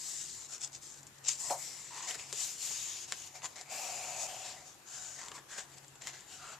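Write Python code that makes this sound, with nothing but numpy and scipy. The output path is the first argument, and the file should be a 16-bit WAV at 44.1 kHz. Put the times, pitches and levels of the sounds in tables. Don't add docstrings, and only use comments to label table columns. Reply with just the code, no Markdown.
import sys
import numpy as np
from scipy import signal
from scipy.fft import rfft, irfft, next_fast_len
from scipy.io import wavfile
from scipy.ndimage import uniform_filter1d, map_coordinates

SR = 44100
rng = np.random.default_rng(int(sys.argv[2]) if len(sys.argv) > 2 else 0)


def transcribe(signal):
    frames = np.atleast_2d(signal).T
    limited = np.clip(frames, -1, 1)
    pcm = np.round(limited * 32767).astype(np.int16)
    wavfile.write(sys.argv[1], SR, pcm)


N = 290598
T = np.arange(N) / SR


def strokes():
    # (start [s], time from start to peak [s], length [s], fade by the end [dB],
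    # scrape level [dB], leaf rustle level [dB], book drone level [dB], leaf resonance [Hz],
    # sizzle: scrape boost that grows from 8 to 16 kHz [dB])
    stroke_table = [ (-.1, 0.18, 0.56, 8, -40.5, -64, -74, 1940, -1),
                    (0.203, 0.01, 0.026, 11, -42, -75, -85, 1900, -8),
                    (0.489, 0.048, 0.12, 16, -42.5, -58.5, -67, 1420, -10),
                    (0.611, 0.033, 0.095, 32, -37, -60, -66, 1440, -20),
                    (0.724, 0.032, 0.071, 21, -44, -78, -68, 1700, -33),
                    (0.814, 0.013, 0.18, 3.5, -50, -73, -94, 1900, -1),
                    (1.066, .013, 0.02, 20, -59, -78, -86, 2300, -29),
                    (1.147, 0.0069, 0.016, 13, -59, -82, -87, 2400, -33),
                    (1.181, .005, 0.013, 19, -54.5, -80, -87, 2400, -30),
                    (1.244, 0.03, 0.037, 10, -40, -52, -61, 2660, -21),
                    (1.276, 0.0085, 0.12, 25.5, -29.5, -48, -80, 2480, -19),
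                    (1.379, 0.024, 0.063, 1, -40, -57.5, -70, 925, 2),
                    (1.433, 0.018, 0.06, 0.5, -39.5, -52.5, -60, 990, -7),
                    (1.505, 0.0025, 0.039, 7.5, -34.5, -48.5, -30, 1180, 6),
                    (1.534, 0.075, 0.44, 12, -43, -57, -71, 2100, 5),
                    (1.91, 0.065, 0.1, 1, -45, -49, -80, 970, -6),
                    (2.017, 0.011, 0.042, 0, -45, -51.5, -66, 980, -11),
                    (2.07, 0.02, 0.057, 7.5, -36.5, -45.5, -51, 2040, -7),
                    (2.137, 0.016, 0.026, 12, -40, -43.5, -68, 1940, 4),
                    (2.175, 0.018, 0.059, 3, -45.5, -52, -67, 2510, -3),
                    (2.235, 0.009, 0.073, -6.5, -54.5, -64, -70, 2550, -9),
                    (2.329, 0.089, 0.31, 18.5, -35.5, -52.5, -66, 2780, 3.5),
                    (2.584, 0.051, 0.46, 6.5, -39, -55, -68.5, 2780, 6.5),
                    (3.075, 0.0072, 0.2, 0.5, -49, -60, -70, 2940, -3),
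                    (3.3, .005, 0.06, -3, -62, -86, -79, 2530, 6),
                    (3.346, 0.01, 0.083, 20, -48, -54, -55.5, 2290, 3),
                    (3.432, 0.021, 0.041, 15.5, -39.5, -43.5, -50.5, 990, -10),
                    (3.485, .005, 0.046, -4, -61, -76, -80, 2200, 20),
                    (3.556, 0.0027, 0.06, 2, -48.5, -55, -56.5, 1980, -16),
                    (3.653, .01, 0.049, -7, -62.5, -63.5, -68, 2300, -16),
                    (3.697, 0.023, 0.57, 1.5, -43, -49, -48, 2570, 8.5),
                    (4.164, 0.047, 0.08, 2.5, -39.5, -67, -54, 2160, -2),
                    (4.279, 0.01, 0.34, 14, -44.5, -50.5, -49.5, 2940, 4),
                    (4.396, 0.072, 0.13, 4.5, -46, -51.5, -77, 3940, 0),
                    (4.51, 0.033, 0.12, 2.5, -61, -61.5, -60.5, 2000, -2),
                    (4.639, .04, 0.11, 12, -51.5, -65.5, -66, 1240, -9),
                    (4.866, 0.08, 0.4, 7, -45.5, -57.5, -64, 1540, -7),
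                    (5.161, 0.036, 0.038, 1, -48.5, -52, -58, 1920, -7),
                    (5.213, 0.0087, 0.068, 4.5, -50.5, -51, -66, 1010, -20),
                    (5.304, 0.015, 0.04, 10, -57, -54, -63, 1090, -1),
                    (5.341, 0.015, 0.023, 1.5, -47.5, -50.5, -77, 1100, -5),
                    (5.376, 0.0037, 0.012, 9, -58, -47.5, -75, 1730, -3),
                    (5.49, 0.028, 0.1, 0.5, -48, -51, -86, 1700, -5),
                    (5.576, 0.004, 0.072, 18, -41.5, -50.5, -51.5, 1770, -7),
                    (5.684, 0.057, 0.075, 10, -57, -67, -67, 1900, -13),
                    (5.768, 0.017, 0.024, 13, -52, -67, -64, 1900, -9),
                    (5.836, .01, 0.019, 14, -59, -63, -62, 1910, -9),
                    (6.011, .005, 0.065, 3, -51.5, -59, -61.5, 1940, -15),
                    (6.063, 0.0098, 0.033, 4.5, -43.5, -49.5, -63, 2020, 3),
                    (6.13, 0.0037, 0.14, 15, -51, -54.5, -72, 1820, -14),
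                    (6.28, 0.047, .12, 5, -50.5, -61.5, -66, 1530, -1),
                    (6.392, 0.035, 0.15, -1, -54, -53, -60, 1360, -5), ]
    # (frequency [Hz], relative level per Hz [dB])
    scrape_colour = [(1760, -19.5), (3000, -12), (3900, -10), (4900, -5.5), (6000, -3), (6920, -5),
                     (9540, -14), (11800, -21.5), (13700, -19.5), (14300, -70)]
    # (time [s], resonance [Hz], body: boost that grows from 6 down to 3 kHz [dB])
    skin_path = [(0, 7570, -2), (.45, 7340, -2), (.7, 7400, 1.5), (1.0, 7450, -2.5), (1.3, 7260, 1),
                 (1.45, 7700, -6), (1.8, 7400, 3.5), (2.1, 7350, 4.5), (2.45, 7340, 0.5), (2.9, 6920, 5),
                 (3.25, 6900, 5.5), (3.45, 6900, 4), (3.75, 7400, 2), (4.2, 7100, -1.5), (4.5, 7400, 7),
                 (4.7, 6760, 0.5), (5.3, 7400, 1), (5.9, 7260, 8.5), (6.59, 7130, 6.5)]
    # (frequency [Hz], relative level per Hz [dB])
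    rustle_colour = [(150, -15), (350, -6.5), (1000, 1.5), (2200, -2), (3600, -7.5), (5000, -7),
                     (7600, -61)]
    # (multiple of its resonance [-], lift [dB])
    leaf_tones = [(1, 12), (2, 8), (3, 4)]
    # (frequency [Hz], width [Hz], relative level [dB])
    book_modes = [(575, 50, -6), (648, 28, -3), (738, 26, 3), (835, 36, -8), (905, 80, -9)]

    rows = np.array(stroke_table)
    power = np.array([contact(*row[:4]) ** 2 for row in rows])
    scrape_gain, rustle_gain, drone_gain = np.sqrt(amp(rows[:, 4:7].T) ** 2 @ power)
    peak_s = rows[:, 0] + rows[:, 1]
    leaf_hz, sizzle_db = rows[:, 7], rows[:, 8]
    skin_s, skin_hz, body_db = np.transpose(skin_path)

    coarse_db = 0.13 * np.clip(-np.interp(T, peak_s, sizzle_db), 4, 30)
    slips = amp(coarse_db * wobble(400))
    crackle = 1 + 1.5 * np.clip(wobble(900) - 2.2, 0, None)

    rustle_power = amp(rows[:, 5:6]) ** 2 * power[:, ::64]
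    held_hz = leaf_hz[np.argmax(rustle_power, axis=0)]

    def hump(hz, centre, octaves):
        return np.exp(-(np.log2((hz + 1) / centre) / octaves) ** 2)

    def leaf_lift(hz, s):
        pitch = np.interp(s, T[::64], held_hz)
        return sum(db * hump(hz, k * pitch, octaves=0.24 / k) for k, db in leaf_tones)

    def skin_lift(hz, s):
        resonance = 8.53 * hump(hz, np.interp(s, skin_s, skin_hz), octaves=0.17)
        body = np.interp(s, skin_s, body_db) * np.clip(np.log2(6000 / (hz + 1)), 0, 1)
        sizzle = np.interp(s, peak_s, sizzle_db) * np.clip(np.log2((hz + 1) / 8000), 0, 1)
        return resonance + body + sizzle

    def scrape_response(hz):
        return amp(along([(400, -78)] + scrape_colour, hz))

    def rustle_response(hz):
        return amp(along(rustle_colour, hz))

    def drone_response(hz):
        return modes(book_modes)(hz) * modes([(750, 650, 0)])(hz)

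    scrape = scrape_gain * rush(scrape_response, patchy_db=2.1, slips=slips, moving=skin_lift)
    rustle = rustle_gain * rush(rustle_response, patchy_db=0.5, slips=slips * crackle, moving=leaf_lift)
    drone = drone_gain * rush(drone_response, patchy_db=0.5, alike=[(700, 1.0)])
    return scrape + rustle + drone


def contact(start, swell, length, fade_db):
    touch_s, lift_s = 0.023, 0.074
    swell_db, fade_bend = 9, 1.07
    t = T - start
    rise_db = np.interp(t, [-touch_s, 0, swell], [-40, -swell_db, 0])
    fall_db = fade_db * np.clip((t - swell) / max(length - swell, 1e-3), 0, 1) ** fade_bend
    lift_db = 30 * np.clip(t - length, 0, None) / lift_s
    return amp(rise_db - fall_db - lift_db) * (t > -touch_s)


def snaps():
    # (time [s], relative strength [dB], crack of the leaf against it [dB],
    # low knock against it [dB], time for the main crunch to fall by 60 dB [s])
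    snap_table = [(0.6386, -38, -27, -27, 0.0094), (1.029, -42, -9, -41, 0.03),
                  (1.067, -37, -22, -39, 0.039), (1.2846, -17.5, -35, -57, 0.0097),
                  (1.3, -22, -36, -49, 0.007), (1.4988, -26, -4, -25, 0.016), (1.5067, -31, -7, 5, 0.025),
                  (2.1084, -24, -5, -27, 0.015), (2.155, -43, 3, -6, 0.03), (2.196, -39, 6, -10, 0.008),
                  (2.327, -19.5, -4, -16, 0.0016), (2.3297, -27, -30, -10, 0.018),
                  (2.708, -52, -7, 13, 0.0054), (3.122, -19, 4, -31, 0.0022), (3.132, -42, 2, -20, .01),
                  (3.419, -45.5, 11, -14, 0.0079), (3.442, -36, 5, -23, .003), (3.4558, -24, -3, -25, .003),
                  (3.462, -35, 1, -21, 0.0038), (3.612, -28.5, -12, -16, 0.0025),
                  (5.2835, -30.5, 0.5, -17, 0.0027), (5.3159, -39, 8.5, -20, 0.016),
                  (5.3866, -39.5, -14, -4, 0.014), (5.584, -30, 2, -9, 0.0062),
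                  (5.592, -38, 5, -28, 0.0098), (5.8796, -38.5, -25, -29, 0.013),
                  (5.954, -46, -5, -6, 0.037), (6.019, -30.5, -8, -20, 0.008), (6.071, -26, 2, -19, 0.0017),
                  (6.207, -35, -6, -30, .006)]
    # (frequency [Hz], width [Hz], relative level [dB])
    crease_modes = [(7230, 296, 9)]
    # (frequency [Hz], width [Hz], relative level [dB])
    leaf_modes = [(1860, 4800, -1.5), (3240, 1470, 5.5)]
    # (frequency [Hz], width [Hz], relative level [dB])
    knock_modes = [(439, 98, 1.5), (860, 150, 1.5)]
    # (frequency [Hz], width [Hz], relative level [dB])
    click_modes = [(5830, 1600, 4)]
    quick_s = 0.0032
    soft_hz = 9000

    blows = np.zeros((4, N + SR))
    t = T[:SR // 20]
    chance = rng.standard_normal((len(snap_table), len(t)))
    for (s, db, crack_db, knock_db, t60), noise in zip(snap_table, chance):
        fading = 0.19 * amp(-60 * t / t60) + 0.051 * amp(-60 * t / 0.081)
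        burst = noise * min(1, t60 / quick_s) * fading
        burst[0] = min(1, 0.0025 / t60)
        start = round((s + 0.00066) * SR)
        blows[3, start] = amp(db + 14) * burst[0] ** 2
        blow_db = db + np.array([[22], [crack_db + 13.0], [knock_db + 25.5]])
        blows[:3, start:][:, :len(t)] += amp(blow_db) * burst

    def ringing(table):
        return lambda hz: modes(table)(hz) / (1 + 1j * hz / soft_hz) ** 4

    tables = (crease_modes, leaf_modes, knock_modes, click_modes)
    return sum(filtered(blow[:N], ringing(table)) for blow, table in zip(blows, tables))


def room(x):
    # (frequency [Hz], time to fall by 60 dB [s])
    echo_times = [(300, 0.061), (2000, 0.28), (10000, 0.025)]
    hz, t, z = signal.stft(rng.standard_normal((2, SR // 3)), SR, nperseg=256)
    fading = amp(-60 * t / along(echo_times, hz)[:, None])
    tail = signal.istft(z * fading, SR, nperseg=256)[1]
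    tail = tail / np.linalg.norm(tail[0])
    delayed = np.pad(x, ((0, 0), (150, 0)))
    return signal.fftconvolve(delayed, tail, axes=1)[:, :N]


def room_tone():
    # (frequency [Hz], relative level per Hz [dB])
    air_colour = [(12, -48), (20, -12), (113, -4.5), (657, -7), (865, -3.5), (1380, -7.5), (1580, -7),
                  (3150, -12), (5770, -12.5), (7190, -7.5), (8480, -17), (12100, -20), (14200, -22),
                  (14350, -70)]
    # (frequency [Hz], left-right likeness [-1 to 1])
    air_alike = [(30, 0.021), (70, 0.63), (300, 0.4), (1500, 0.29), (6000, 0), (14000, 0.22)]
    # (frequency [Hz], width [Hz], rms level [dB])
    hum_table = [(93.5, 2.7, -78.5), (136.9, 4.8, -69.5), (345, 51, -75)]
    air_db = -59
    hum = sum(amp(db) * rush(modes([(hz, width, 0)]), patchy_db=1.6) for hz, width, db in hum_table)
    air = rush(lambda hz: amp(along(air_colour, hz)), patchy_db=2.0, alike=air_alike)
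    return amp(air_db) * air + hum


def rush(response, patchy_db, slips=1, alike=None, moving=lambda hz, s: 0):
    # (frequency [Hz], left-right likeness [-1 to 1])
    usual_alike = [(300, 0.99), (1000, 1), (2400, 0.85), (6000, 0.61), (15000, 0)]
    likeness = usual_alike if alike is None else alike
    hz, s, z = signal.stft(slips * rng.standard_normal((2, N)), SR, nperseg=512)
    field = uniform_filter1d(rng.standard_normal(z.shape[1:]), size=4, axis=0)
    field = uniform_filter1d(field, size=14, axis=1)
    gain_db = patchy_db * unit(field) + moving(hz[:, None], s)
    pair = signal.istft(z * amp(gain_db), SR, nperseg=512)[1][:, :N]

    def mid_side_response(hz):
        turn = np.arccos(np.clip(along(likeness, hz), -1, 1)) / 2
        return response(hz) * [np.cos(turn), np.sin(turn)]

    mid, side = filtered(pair, mid_side_response)
    return unit(np.array([mid + side, mid - side]))


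def modes(table):
    def response(f):
        return sum((-1) ** k * amp(db) * 1j * f * width / (centre * centre - f * f + 1j * f * width)
                   for k, (centre, width, db) in enumerate(table))
    return response


def filtered(x, response):
    m = next_fast_len(N + SR // 2)
    return irfft(rfft(x, m) * response(np.fft.rfftfreq(m, 1 / SR)), m)[..., :N]


def wobble(rate):
    return map_coordinates(rng.standard_normal(int(N * rate / SR) + 4), [T * rate])


def along(points, hz):
    f, v = np.transpose(points)
    return np.interp(np.log(hz + 1), np.log(f + 1), v)


def unit(x):
    return x / np.sqrt(np.mean(x ** 2) + 1e-20)


def amp(db):
    return 10 ** (np.asarray(db) / 20)


def scene():
    book = strokes() + snaps()
    return book + amp(-18.5) * room(book) + room_tone()


def record(dry):
    # (frequency [Hz], left above right [dB])
    left_lift = [(60, -3.5), (180, 3), (600, 2), (1640, 1.5), (4960, 3.5), (15000, 11.5)]
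    top_hz = 15560
    side = np.array([[.5], [-.5]])
    return filtered(dry, lambda hz: amp(side * along(left_lift, hz)) * (hz < top_hz))


dry = scene()
out = record(dry)
transcribe(out)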